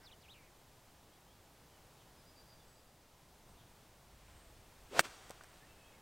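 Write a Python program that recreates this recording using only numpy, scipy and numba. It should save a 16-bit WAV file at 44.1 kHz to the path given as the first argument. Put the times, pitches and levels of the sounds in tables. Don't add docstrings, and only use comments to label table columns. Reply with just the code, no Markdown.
import sys
import numpy as np
from scipy import signal
from scipy.fft import rfft, irfft, next_fast_len
from scipy.io import wavfile
from scipy.ndimage import uniform_filter1d
from numba import njit

SR = 44100
rng = np.random.default_rng(int(sys.argv[2]) if len(sys.argv) > 2 else 0)


def unload_audio(sound):
    columns = np.transpose(np.atleast_2d(sound))
    steps = np.round(np.clip(columns, -1, 1) * 32767)
    wavfile.write(sys.argv[1], SR, steps.astype(np.int16))


N = 265305
T = np.arange(N) / SR
STRIKE_S = 4.9937

# (f/Hz, level/dB)
TRAFFIC_COLOUR = [(20, -0.5), (50, -2.5), (105, -1), (160, -4), (220, -8), (450, -9), (850, -9),
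                  (1300, -14.5), (2100, -18.5), (3500, -19.5), (5000, -21), (8500, -23.5), (10500, -25.5),
                  (15500, -27)]
# (f/Hz, level/dB)
BREEZE_COLOUR = [(15, -5.5), (50, 3), (90, -6), (180, -23), (600, -44), (4000, -80)]
# (peak t/s, rise/s, fall/s, level/dB)
WIND_GUSTS = [(4.29, .4, 0.47, -62), (5.33, .15, 0.59, -70.5)]
# (t/s, length/s, f/Hz, glide/octaves, level/dB)
FAR_WHISTLES = [(1.102, 0.075, 3300, 0.206, -77), (1.27, .08, 3280, .24, -74),
                (1.701, .1, 3000, -.19, -75.5), (2.155, 0.077, 5070, .03, -73.5),
                (2.251, 0.076, 4920, 0.054, -70), (2.351, .085, 4730, 0.042, -67.5),
                (2.476, 0.083, 4790, -0.055, -69.5), (2.575, 0.075, 3470, -.05, -76),
                (2.62, .19, 7870, -0.087, -78), (2.745, .08, 4800, 0.0022, -78),
                (5.598, .065, 1770, 0.21, -70), (5.68, 0.06, 2660, 0.05, -71),
                (5.749, 0.21, 2580, -0.038, -72), (5.833, .08, 3240, 0, -75),
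                (5.925, 0.051, 2170, -0.041, -72)]
# (t/s, length/s, f/Hz, glide/octaves, level/dB, buzz/share of pitch)
FAR_CHIRPS = [(0, 0.079, 1760, 0.0053, -68.5, 0.22), (1.975, .07, 3360, -0.46, -73, .1),
              (3.46, .1, 8430, -0.041, -77, .025), (3.56, .084, 3430, -0.23, -72, .07),
              (4.3, .18, 8420, .03, -75, .04)]
# (t/s, f/Hz, level/dB, buzz/share of pitch)
BIRD_CALLS = [
    [(.033, 5200, -70, .08), (.058, 5050, -63.5, .09), (.074, 3600, -59.5, .01), (.091, 3250, -68, .01),
     (.109, 2150, -66, .01), (.119, 3900, -63, .01), (.134, 2950, -61, .01), (.148, 3150, -74, .01)],
    [(.21, 5400, -74, 0.086), (.242, 3050, -68, 0.15), (.274, 1980, -64.5, .03), (.309, 3750, -60.5, .005),
     (.329, 3900, -63, .09), (.348, 2700, -65.5, .12), (.4, 2330, -70.5, 0.11), (.49, 2130, -75, .12)],
]
# (f/Hz, level/dB)
TREE_COLOUR = [(100, -11), (400, -5), (1000, -1.5), (2000, -6), (4500, 1.5), (7000, -1.5), (8700, 0.5),
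               (9800, -0.5), (15000, -3)]
# (f/Hz, level/dB)
RUSTLE_COLOUR = [(100, -12), (500, -2), (1200, -0.5), (3000, -3), (6000, -14), (8500, -8), (10000, -21),
                 (15000, -22)]
# (peak t/s, rise/s, fall/s, level/dB)
BODY_MOVES = [(3.82, 0.037, .07, -73.5), (4.31, 0.18, 0.37, -68), (5.15, 0.33, .9, -64)]
# (t/s, level/dB, f/Hz, 60 dB fade/s)
SOIL_THUDS = [(4.9914, -27.5, 730, 0.01), (4.9927, -16.5, 834, 0.014), (4.998, -40, 335, 0.065),
              (5.3033, -34.5, 580, 0.0087), (5.3075, -39.5, 800, 0.0081), (5.3125, -40, 1180, 0.006),
              (5.41, -39.5, 1370, 0.0055), (5.4127, -41.5, 1490, 0.0047), (5.439, -48, 650, .008),
              (5.4435, -45, 1700, .004)]
# (t/s, level/dB)
GRIT_TICKS = [(5.2958, -40.5), (5.308, -35), (5.437, -44), (5.4433, -48), (5.5415, -53)]
# (f/Hz, level/dB, 60 dB fade/s)
GRIT_MODES = [(4300, -10, 0.0014), (6050, -3, 0.0019), (8150, -1.5, 0.0031), (11600, -8, .0015)]
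# (f/Hz, level/dB)
SOIL_COLOUR = [(60, -10), (200, -2), (400, 0.5), (15000, -1.5)]
# (f/Hz, level/dB)
RIP_COLOUR = [(50, -10), (180, 2.5), (350, -2.5), (900, -8), (1600, 0.5), (3000, -7), (5000, -9),
              (8600, -6.5), (10000, -15.5), (15000, -13)]
# (f/Hz, level/dB)
HEAD_COLOUR = [(120, -8), (250, -0.5), (700, -5), (1400, -2), (2800, -3.5), (5000, -9.5), (8500, -13.5),
               (10000, -21), (15000, -26)]
# (t/s after the strike, half width/s, level/dB)
WHOOSH_TURNS = [(0.028, 0.017, -16), (.062, 0.018, 6.5)]
# (f/Hz, level/dB, 60 dB fade/s)
STRIKE_MODES = [(730, -13, 0.013), (790, -8, 0.017), (1290, 9, 0.0035), (1336, -8.5, 0.015),
                (1497, -1.5, 0.013), (1730, -10, 0.016), (1867, -13, 0.024), (2207, -10.5, 0.025),
                (2680, -10.5, 0.02), (3200, -15.5, 0.023), (3640, -21, 0.029), (4330, -24, .02),
                (4620, -16.5, 0.02), (5620, -11.5, 0.012), (7470, -28, .02), (7970, -24, 0.046),
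                (8620, -27, 0.058), (11160, -27, 0.0089)]


def undb(db):
    return 10 ** (np.asarray(db) / 20)


def curve(rows):
    times, *columns = np.transpose(rows)
    return [np.interp(T, times, column) for column in columns]


def unit(x):
    return x / np.sqrt(np.mean(x ** 2))


def colour(x, points):
    hz, db = np.transpose(points)
    size = next_fast_len(N + 4096)
    f = np.maximum(np.arange(size // 2 + 1) * SR / size, 1)
    gain = undb(np.interp(np.log(f), np.log(hz), db))
    return irfft(rfft(x, size) * gain, size)[:N]


def noise(points, grain_db=0):
    return unit(colour(rng.standard_normal(N) * undb(grain_db * rng.exponential(size=N)), points))


def wander(rate_hz):
    hold = int(SR / rate_hz)
    steps = np.repeat(rng.standard_normal(N // hold + 1), hold)
    return 1.3 * uniform_filter1d(uniform_filter1d(steps, hold), hold)[:N]


def fade(t, t60):
    return np.exp(-np.log(1000) * t / t60)


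def swells(rows):
    power = sum((undb(db) * np.exp(-np.maximum((s - T) / rise, (T - s) / fall))) ** 2
                for s, rise, fall, db in rows)
    return np.sqrt(power)


def ring(modes):
    t = T[:SR // 4]
    return sum(undb(db) * np.sin(2 * np.pi * hz * t) * fade(t, t60) for hz, db, t60 in modes)


def add(out, s, x):
    start = int(round(s * SR))
    out[start:start + len(x)] += x[:N - start]


def traffic(level_db=-63, drift_db=0.5):
    return noise(TRAFFIC_COLOUR) * undb(level_db + drift_db * wander(2.9))


def breeze(calm_db=-79, flutter_db=2):
    strength = np.hypot(undb(calm_db), swells(WIND_GUSTS)) * undb(flutter_db * wander(8.2))
    return noise(BREEZE_COLOUR) * strength


def bird_voice(hz, buzz, buzz_hz=210, waver=0.0045, unsteady=0.15):
    flutter_hz = buzz_hz * (1 + unsteady * wander(90)[:len(hz)])
    flutter = np.sin(2 * np.pi * np.cumsum(flutter_hz) / SR)
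    pitch = hz * (1 + buzz * flutter + waver * wander(120)[:len(hz)])
    return np.sqrt(2) * np.sin(2 * np.pi * np.cumsum(pitch) / SR)


def bird_note(length, hz, glide, db, buzz=0, arch=0.008):
    progress = np.linspace(0, 1, int(length * SR))
    swell = np.sin(np.pi * progress)
    octaves = glide * (progress - 0.5) + arch * (swell - 1)
    return undb(db) * swell * bird_voice(hz * 2 ** octaves, buzz)


def far_birds():
    out = np.zeros(N)
    for s, *shape in FAR_WHISTLES + FAR_CHIRPS:
        add(out, s, bird_note(*shape))
    return out


def near_bird(break_hz=2100, break_range_hz=500):
    out = np.zeros(N)
    for call in BIRD_CALLS:
        hz, db, buzz = curve(call)
        voiced = np.clip((hz - break_hz) / break_range_hz + buzz / buzz.max(), 0, 1)
        calling = (T > call[0][0]) * (T < call[-1][0])
        voice = bird_voice(hz, buzz, buzz_hz=215, waver=0.0098, unsteady=0.3)
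        out += voice * voiced * undb(db) * calling
    return out


def tree_echo(x, level_db, t60, delay_s):
    tail = noise(TREE_COLOUR) * fade(T, t60) * np.clip(T / delay_s - 1, 0, 1)
    tail /= np.sqrt(np.sum(tail ** 2))
    return undb(level_db) * signal.fftconvolve(x, tail)[:N]


def clothes(flutter_db=1):
    return noise(RUSTLE_COLOUR, grain_db=2) * swells(BODY_MOVES) * undb(flutter_db * wander(22))


def soil():
    out = np.zeros(N)
    for s, db, hz, t60 in SOIL_THUDS:
        add(out, s, -ring([(hz, db, t60)]))
    for s, db in GRIT_TICKS:
        add(out, s, undb(db) * ring(GRIT_MODES))
    return colour(out, SOIL_COLOUR)


def turf_rip(level_db=-28.5, lead_s=0.0023, drag_s=0.016, sag_db_per_s=560, release_t60=0.015):
    t = T - STRIKE_S
    dig = np.clip(1 + t / lead_s, 0, 1) ** 2
    drag = undb(level_db - sag_db_per_s * np.clip(t, 0, drag_s))
    release = fade(np.maximum(t - drag_s, 0), release_t60)
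    return noise(RIP_COLOUR, grain_db=2) * dig * drag * release


def club_speed(t, downswing_s=0.17, speed_kept=0.9, follow_through_s=0.22):
    speed = np.where(t < 0, 1 + t / downswing_s, speed_kept * (1 - t / follow_through_s))
    return np.clip(speed, 0, 1)


@njit
def bandpass(x, hz, width):
    out, band_state, low_state = np.empty(len(x)), 0., 0.
    for i in range(len(x)):
        tuning = np.tan(np.pi * hz[i] / SR)
        band = (band_state + tuning * (x[i] - low_state)) / (1 + tuning * (tuning + width))
        band_state = 2 * band - band_state
        low_state += 2 * tuning * band
        out[i] = width * band
    return out


def whoosh(top_hz=700, width=0.86, shaft_db=-41, head_db=-38, hidden_db=-16, hide_s=0.057):
    t = T - STRIKE_S
    speed = club_speed(t)
    hz = top_hz * np.maximum(speed, 0.25)
    band = bandpass(rng.standard_normal(N), hz, width)
    swirls = unit(bandpass(band, hz, width) / np.sqrt(hz))
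    singing = np.clip((speed - 0.41) / 0.22, 0, 1) ** 2
    shadow_db = hidden_db * np.clip(t / hide_s, 0, 1)
    shaft = swirls * singing * speed ** 1.84 * undb(shaft_db + shadow_db)
    head = noise(HEAD_COLOUR) * speed ** 4.4 * undb(head_db)
    turn_db = sum(db * np.exp(-((t - s) / half_width) ** 2) for s, half_width, db in WHOOSH_TURNS)
    return (shaft + head) * undb(turn_db)


def strike(snap_db=5, snap_hz=6200, snap_t60=0.00055, squeeze_s=0.00008, ring_db=-11.5):
    out = np.zeros(N)
    add(out, STRIKE_S - squeeze_s, -ring([(snap_hz, snap_db, snap_t60)]))
    add(out, STRIKE_S, undb(ring_db) * ring(STRIKE_MODES))
    return out


def scene():
    shot = whoosh() + strike() + turf_rip() + soil()
    far_song = far_birds()
    echoes = tree_echo(shot, level_db=-30, t60=1.55, delay_s=0.026)
    echoes += tree_echo(far_song, level_db=-7.5, t60=1.7, delay_s=0.024)
    mono = shot + near_bird() + far_song + echoes + traffic() + breeze() + clothes()
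    return np.array([mono, mono])


def record(dry, ceiling_db=-10, hiss_db=-77, top_hz=15800):
    clipped = np.clip(dry, -undb(ceiling_db), undb(ceiling_db))
    hiss = undb(hiss_db) * rng.standard_normal(dry.shape)
    treble_cut = signal.ellip(10, 0.2, 70, top_hz, fs=SR, output="sos")
    return signal.sosfilt(treble_cut, clipped + hiss)


dry = scene()
out = record(dry)
unload_audio(out)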